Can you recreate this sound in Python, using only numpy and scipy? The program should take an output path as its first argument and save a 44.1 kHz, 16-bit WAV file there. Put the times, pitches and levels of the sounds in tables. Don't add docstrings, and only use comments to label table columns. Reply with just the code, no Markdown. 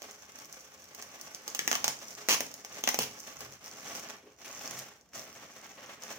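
import sys
import numpy as np
from scipy import signal
from scipy.fft import rfft, irfft, next_fast_len
from scipy.io import wavfile

SR = 44100
rng = np.random.default_rng(int(sys.argv[2]) if len(sys.argv) > 2 else 0)


def wav_out(sig):
    wavfile.write(sys.argv[1], SR, np.round(np.clip(np.atleast_2d(sig).T, -1, 1) * 32767).astype(np.int16))


N = 272538
TIME = np.arange(N) / SR

# t/s, left port lag/samples
PORT_LAG = [(0, 6.5), (2.9, 6.5), (4.0, 4), (4.6, 0), (6.18, -4)]
# f/Hz, gain/dB
CRACK_SPECTRUM = [(1500, -31), (3000, -43), (4000, -18.5), (5500, -4.5), (6500, -2.5), (7500, -14),
                  (10500, -18.5), (13000, -17.5), (15400, -12), (16500, -31)]
# f/Hz, gain/dB
BODY_SPECTRUM = [(40, -53), (120, -16), (220, 0.5), (400, -1), (850, 1.5), (1500, -0.5), (2200, 4),
                 (3100, 4.5), (4200, -6), (8000, -34.5)]


def from_db(db):
    return 10 ** (np.asarray(db) / 20)


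def unit_rms(x):
    return x / np.sqrt(np.mean(x ** 2) + 1e-20)


def at_time(table, t_s):
    return np.interp(t_s, *np.transpose(table))


def at_hz(table, hz):
    f_hz, value = np.transpose(table)
    return np.interp(np.log(np.maximum(hz, 1)), np.log(f_hz), value)


def coloured(x, spectrum):
    size = 2 * next_fast_len(x.shape[-1] // 2 + 2048)
    gain = from_db(at_hz(spectrum, np.fft.rfftfreq(size, 1 / SR)))
    cepstrum = irfft(np.log(gain))
    cepstrum[1:size // 2] *= 2
    cepstrum[size // 2 + 1:] = 0
    return unit_rms(irfft(rfft(x, size) * np.exp(rfft(cepstrum)))[..., :x.shape[-1]])


def resonance(x, hz, width_hz):
    r = np.exp(-np.pi * width_hz / SR)
    return signal.lfilter([1, 0, -1], [1, -2 * r * np.cos(2 * np.pi * hz / SR), r * r], x)


def drift(per_s):
    knots = rng.standard_normal(int(N / SR * per_s) + 2)
    return unit_rms(np.interp(TIME * per_s, np.arange(len(knots)), knots))


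def swell(start_s, length_s):
    return np.sqrt(np.clip(1 - (2 * (TIME - start_s) / length_s - 1) ** 2, 0, 1))


def stereo_noise(spectrum, width):
    return coloured(rng.standard_normal(N) + width * rng.standard_normal((2, N)), spectrum)


def air(level_db=-70):
    # f/Hz, gain/dB
    spectrum = [(20, -20), (70, 16.5), (200, 10), (600, 10.5), (2000, -10), (6000, -18), (10000, -45)]
    return from_db(level_db) * stereo_noise(spectrum, width=0.5)


def room_decay(age_s, hz):
    # f/Hz, T60/s
    reverb_times = [(150, .42), (1000, .33), (6000, .31), (15000, .26)]
    return np.exp(-np.log(1000) * age_s / at_hz(reverb_times, hz))


def room(x, tail_db=-4.2, build_ms=0.29):
    # delay/ms, level/dB
    echoes = [(2.7, -27), (4.6, -24), (9.0, -26)]
    # f/Hz, level of the whole ring/dB
    modes = [(133, -22.5), (189, -31.5), (249, -29.5), (417, -29), (524, -30)]
    # f/Hz, coherence/0-1
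    coherence = [(130, .96), (300, .88), (640, .68), (1400, .25), (3000, .03)]
    size = SR // 2
    age_s, hz = np.arange(size) / SR, np.fft.rfftfreq(size, 1 / SR)
    mid, side = rfft(rng.standard_normal((2, size)))
    alike = at_hz(coherence, hz)
    diffuse = np.sqrt(1 + alike) * mid + np.sqrt(1 - alike) * side * [[1], [-1]]
    octave = np.round(np.log2(np.maximum(hz, 100)))
    tail = sum(irfft(diffuse * (octave == k), size) * room_decay(age_s, 2 ** k)
               for k in np.unique(octave))
    tail *= 1 - np.exp(-age_s * 1000 / build_ms)
    standing = sum(from_db(db) * unit_rms(np.cos(2 * np.pi * f_hz * age_s) * room_decay(age_s, f_hz))
                   for f_hz, db in modes)
    response = (from_db(tail_db) * unit_rms(tail) + standing) / np.sqrt(size)
    response[:, 0] += 1
    for delay_ms, db in echoes:
        at = int(delay_ms * SR / 1000) + rng.integers(0, 5, 2)
        response[[0, 1], at] += from_db(db)
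    return signal.fftconvolve(x, response, axes=1)[:, :N]


def hand_work(attack_s=0.046, release_db_per_s=76.5, settle_db_per_s=84.5, let_go_db_per_s=250):
    # t/s, rubbing/dB
    picks = [(0.0, -57.5), (0.78, -57), (1.3, -52), (1.42, -53.5), (1.55, -52), (2.0, -53.5), (3.15, -53),
             (3.53, -52)]
    # t/s, length/s, rubbing/dB, crackling re rubbing/dB
    pushes = [(0.0, 0.023, -53.5, 4.5), (0.28, 0.17, -56, -2), (1.984, 0.15, -52, 5.5),
              (2.676, 0.059, -47.5, -1), (3.584, 0.21, -51.5, 2.5), (3.821, 0.13, -43, 3),
              (4.01, 0.046, -48.5, -28), (4.376, 0.18, -54, -0.5), (4.457, 0.2, -48, 3),
              (4.61, 0.17, -47, 0.5), (5.114, 0.075, -44.5, 2), (5.298, 0.2, -52.5, -0.5),
              (5.542, 0.14, -53, -1), (5.735, 0.21, -51, -4.5), (5.993, 0.38, -48, 0.5)]
    let_go_s = np.maximum(TIME - picks[-1][0], 0)
    picking = from_db(at_time(picks, TIME) - let_go_db_per_s * let_go_s)
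    rub_power, crackle_power = picking ** 2, (picking * from_db(1.5)) ** 2
    for start_s, length_s, db, crackle_rel_db in pushes:
        attack = np.clip((TIME - start_s) / attack_s, 0, 1)
        after_s = np.maximum(TIME - start_s - length_s, 0)
        rub_power += (attack * from_db(db - release_db_per_s * after_s)) ** 2
        crackle_power += (attack * from_db(db + crackle_rel_db - settle_db_per_s * after_s)) ** 2
    crackle_power += from_db(-67.5) ** 2
    return np.sqrt(rub_power), np.sqrt(crackle_power)


def bundle_shift(rubbing, rel_db=-16.5):
    # f/Hz, gain/dB
    spectrum = [(30, -18), (52, -34), (70, -8), (95, 1), (140, 2), (230, 7), (400, -13), (1000, -32)]
    return rubbing * from_db(rel_db) * stereo_noise(spectrum, width=0.25)


def bumps(rel_width=0.85):
    # t/s, length/s, f/Hz, level/dB
    contacts = [(1.58, 0.34, 185, -58.5), (2.87, 0.3, 80, -68), (2.982, 0.043, 195, -45),
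                (3.34, 0.2, 85, -64.5), (4.23, .075, 345, -59), (4.64, 0.16, 115, -67)]
    out = np.zeros(N)
    for start_s, length_s, hz, db in contacts:
        hollow = resonance(rng.standard_normal(N), hz, rel_width * hz)
        hollow = resonance(hollow, hz, rel_width * hz)
        out += from_db(db) * swell(start_s, length_s) * unit_rms(hollow)
    return out


def creases(per_s, spread_db, clump_db, clumps_per_s, scatter_samples, patches=10, ring_s=0.0003):
    lag = at_time(PORT_LAG, TIME)
    chance = per_s * from_db(clump_db * drift(clumps_per_s)) / SR
    out, age_s = np.zeros((2, N)), np.arange(48) / SR
    for _ in range(patches):
        at = np.flatnonzero(rng.random(N) < chance / patches)
        height = from_db(spread_db * np.minimum(rng.exponential(1, N), 3.6)) * rng.choice([-1, 1], N)
        path = np.round(lag + scatter_samples * rng.standard_normal(N)).astype(int)
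        clicks = np.zeros((2, N))
        clicks[0, np.clip(at + path[at], 0, N - 1)] = height[at]
        clicks[1, at] = height[at]
        flutter = unit_rms(rng.standard_normal(len(age_s)) * np.exp(-age_s / ring_s))
        out += signal.lfilter(flutter, [1], clicks)
    return out


def rustle(rubbing, crackling, crackle_db=-4.5, rub_db=-2, tick_db=-6.5):
    # f/Hz, gain/dB
    crackle_spectrum = [(1500, -59), (3000, -16.5), (4000, -11.5), (5700, 6.5), (6500, 5.5), (7500, -2.5),
                        (10500, -12.5), (13000, -8.5), (15400, -6), (16500, -20)]
    # f/Hz, gain/dB
    rub_spectrum = [(40, -45), (160, -7), (280, 1.5), (900, 2.5), (2200, 3), (3200, -2.5), (4500, -14),
                    (9000, -38)]
    stick_slip = from_db(2.6 * drift(per_s=70))
    sharp = creases(per_s=1500, spread_db=2.5, clump_db=6, clumps_per_s=80, scatter_samples=4)
    fine = creases(per_s=6000, spread_db=3.5, clump_db=4.5, clumps_per_s=65, scatter_samples=5)
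    lone = creases(per_s=70, spread_db=3.5, clump_db=1.5, clumps_per_s=26, scatter_samples=3)
    sharp, fine = unit_rms(stick_slip * sharp), unit_rms(stick_slip * fine)
    crackle = crackling * from_db(crackle_db) * coloured(sharp + 0.59 * fine, crackle_spectrum)
    rub = rubbing * from_db(rub_db) * coloured(0.57 * sharp + fine, rub_spectrum)
    ticks = crackling * from_db(tick_db) * coloured(lone, CRACK_SPECTRUM)
    return crackle + rub + ticks


def rips_and_crumple(body_db=-2.5):
    # t/s, length/s, level/dB
    bursts = [(1.702, 0.064, -41.5), (2.287, 0.068, -28.5), (2.876, 0.022, -37.5), (2.999, 0.043, -33),
              (4.444, 0.025, -47.5)]
    level = sum(from_db(db) * swell(start_s, length_s) for start_s, length_s, db in bursts)
    train = creases(per_s=3000, spread_db=2, clump_db=3, clumps_per_s=250, scatter_samples=2)
    return level * (coloured(train, CRACK_SPECTRUM) + from_db(body_db) * coloured(train, BODY_SPECTRUM))


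def jerks(start_s=2.2868, gap_s=0.0062, slowing=1.13, first_db=-19.5, loss_db=2.1):
    body_rel_db, ring_hz = -2.5, 1040
    times_s = start_s + gap_s * (slowing ** np.arange(8) - 1) / (slowing - 1)
    return [(t_s, first_db - loss_db * k, body_rel_db, ring_hz) for k, t_s in enumerate(times_s)]


def snaps(flutter_ms=0.4, smear_db=-12, smear_ms=4.9, ring_db=-4, gain_db=0.5):
    # t/s, crack level/dB, body re crack/dB, ring of the stretched film/Hz
    releases = [(0.0199, -39, -3, 510), (0.1106, -40.5, -13, 880), (0.3882, -42.5, -14, 1500),
                (0.5264, -37, -27, 1540), (0.6071, -44, -28, 630), (0.948, -38, -15, 970),
                (1.0245, -34.5, -9.5, 1710), (1.2122, -34.5, -27, 1040), (1.3476, -32.5, -17, 2390),
                (1.4788, -28, -12, 430), (1.5486, -25.5, -10, 2760), (1.5916, -23, -2.5, 1750),
                (1.677, -18.5, -6, 1740), (1.7144, -20.5, -3, 1460), (1.7288, -22.5, -4, 1000),
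                (1.7534, -23.5, -1.5, 900), (1.843, -18, -6, 810), (1.8799, -19.5, -6.5, 726),
                (2.4059, -23.5, -5, 646), (2.5406, -35, -16, 770), (2.6484, -34.5, -7.5, 820),
                (2.8386, -24, -4, 3350), (2.8745, -22, -2, 800), (2.8764, -28, 5.5, 800),
                (2.8893, -18, -8.5, 1940), (2.944, -23, -4.5, 825), (2.9891, -19.5, -5.5, 494),
                (3.2026, -37, -31, 2120), (3.4066, -34.5, -13, 1290), (3.951, -36, -10, 3080),
                (4.71, -33, -10, 980), (4.7904, -33.5, -10, 1600), (5.1338, -49.5, -0.5, 1380)]
    size, level_samples = 1024, 60
    out, age_ms = np.zeros((2, N + 2 * size)), np.arange(size) / SR * 1000
    decay = np.exp(-age_ms / flutter_ms) + from_db(smear_db) * np.exp(-age_ms / smear_ms)
    for t_s, db, body_rel_db, ring_hz in releases + jerks():
        pulse = decay * (rng.standard_normal(size) + rng.standard_normal((2, size)))
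        pulse[:, 0] += 2.2
        crack = coloured(pulse, CRACK_SPECTRUM)
        papery = coloured(pulse, BODY_SPECTRUM)
        ring = from_db(ring_db) * unit_rms(resonance(papery, ring_hz, width_hz=330))
        gain = from_db(db + gain_db) * np.sqrt(level_samples / size)
        snap = gain * (crack + from_db(body_rel_db) * (papery + ring))
        lag = int(round(at_time(PORT_LAG, t_s)))
        for side, start in enumerate([int(t_s * SR) + lag, int(t_s * SR)]):
            out[side, start:start + size] += snap[side]
    return out[:, :N]


def scene(pan_db=0.4):
    rubbing, crackling = hand_work()
    bundle = bundle_shift(rubbing)
    bag = room(snaps()) + room(rips_and_crumple() + bumps()) + room(rustle(rubbing, crackling))
    return air() + bundle + bag * from_db([[-pan_db], [pan_db]])


def record(dry, cutoff_hz=16100):
    return signal.sosfilt(signal.ellip(10, 0.2, 80, cutoff_hz, fs=SR, output="sos"), dry)


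dry = scene()
out = record(dry)
wav_out(out)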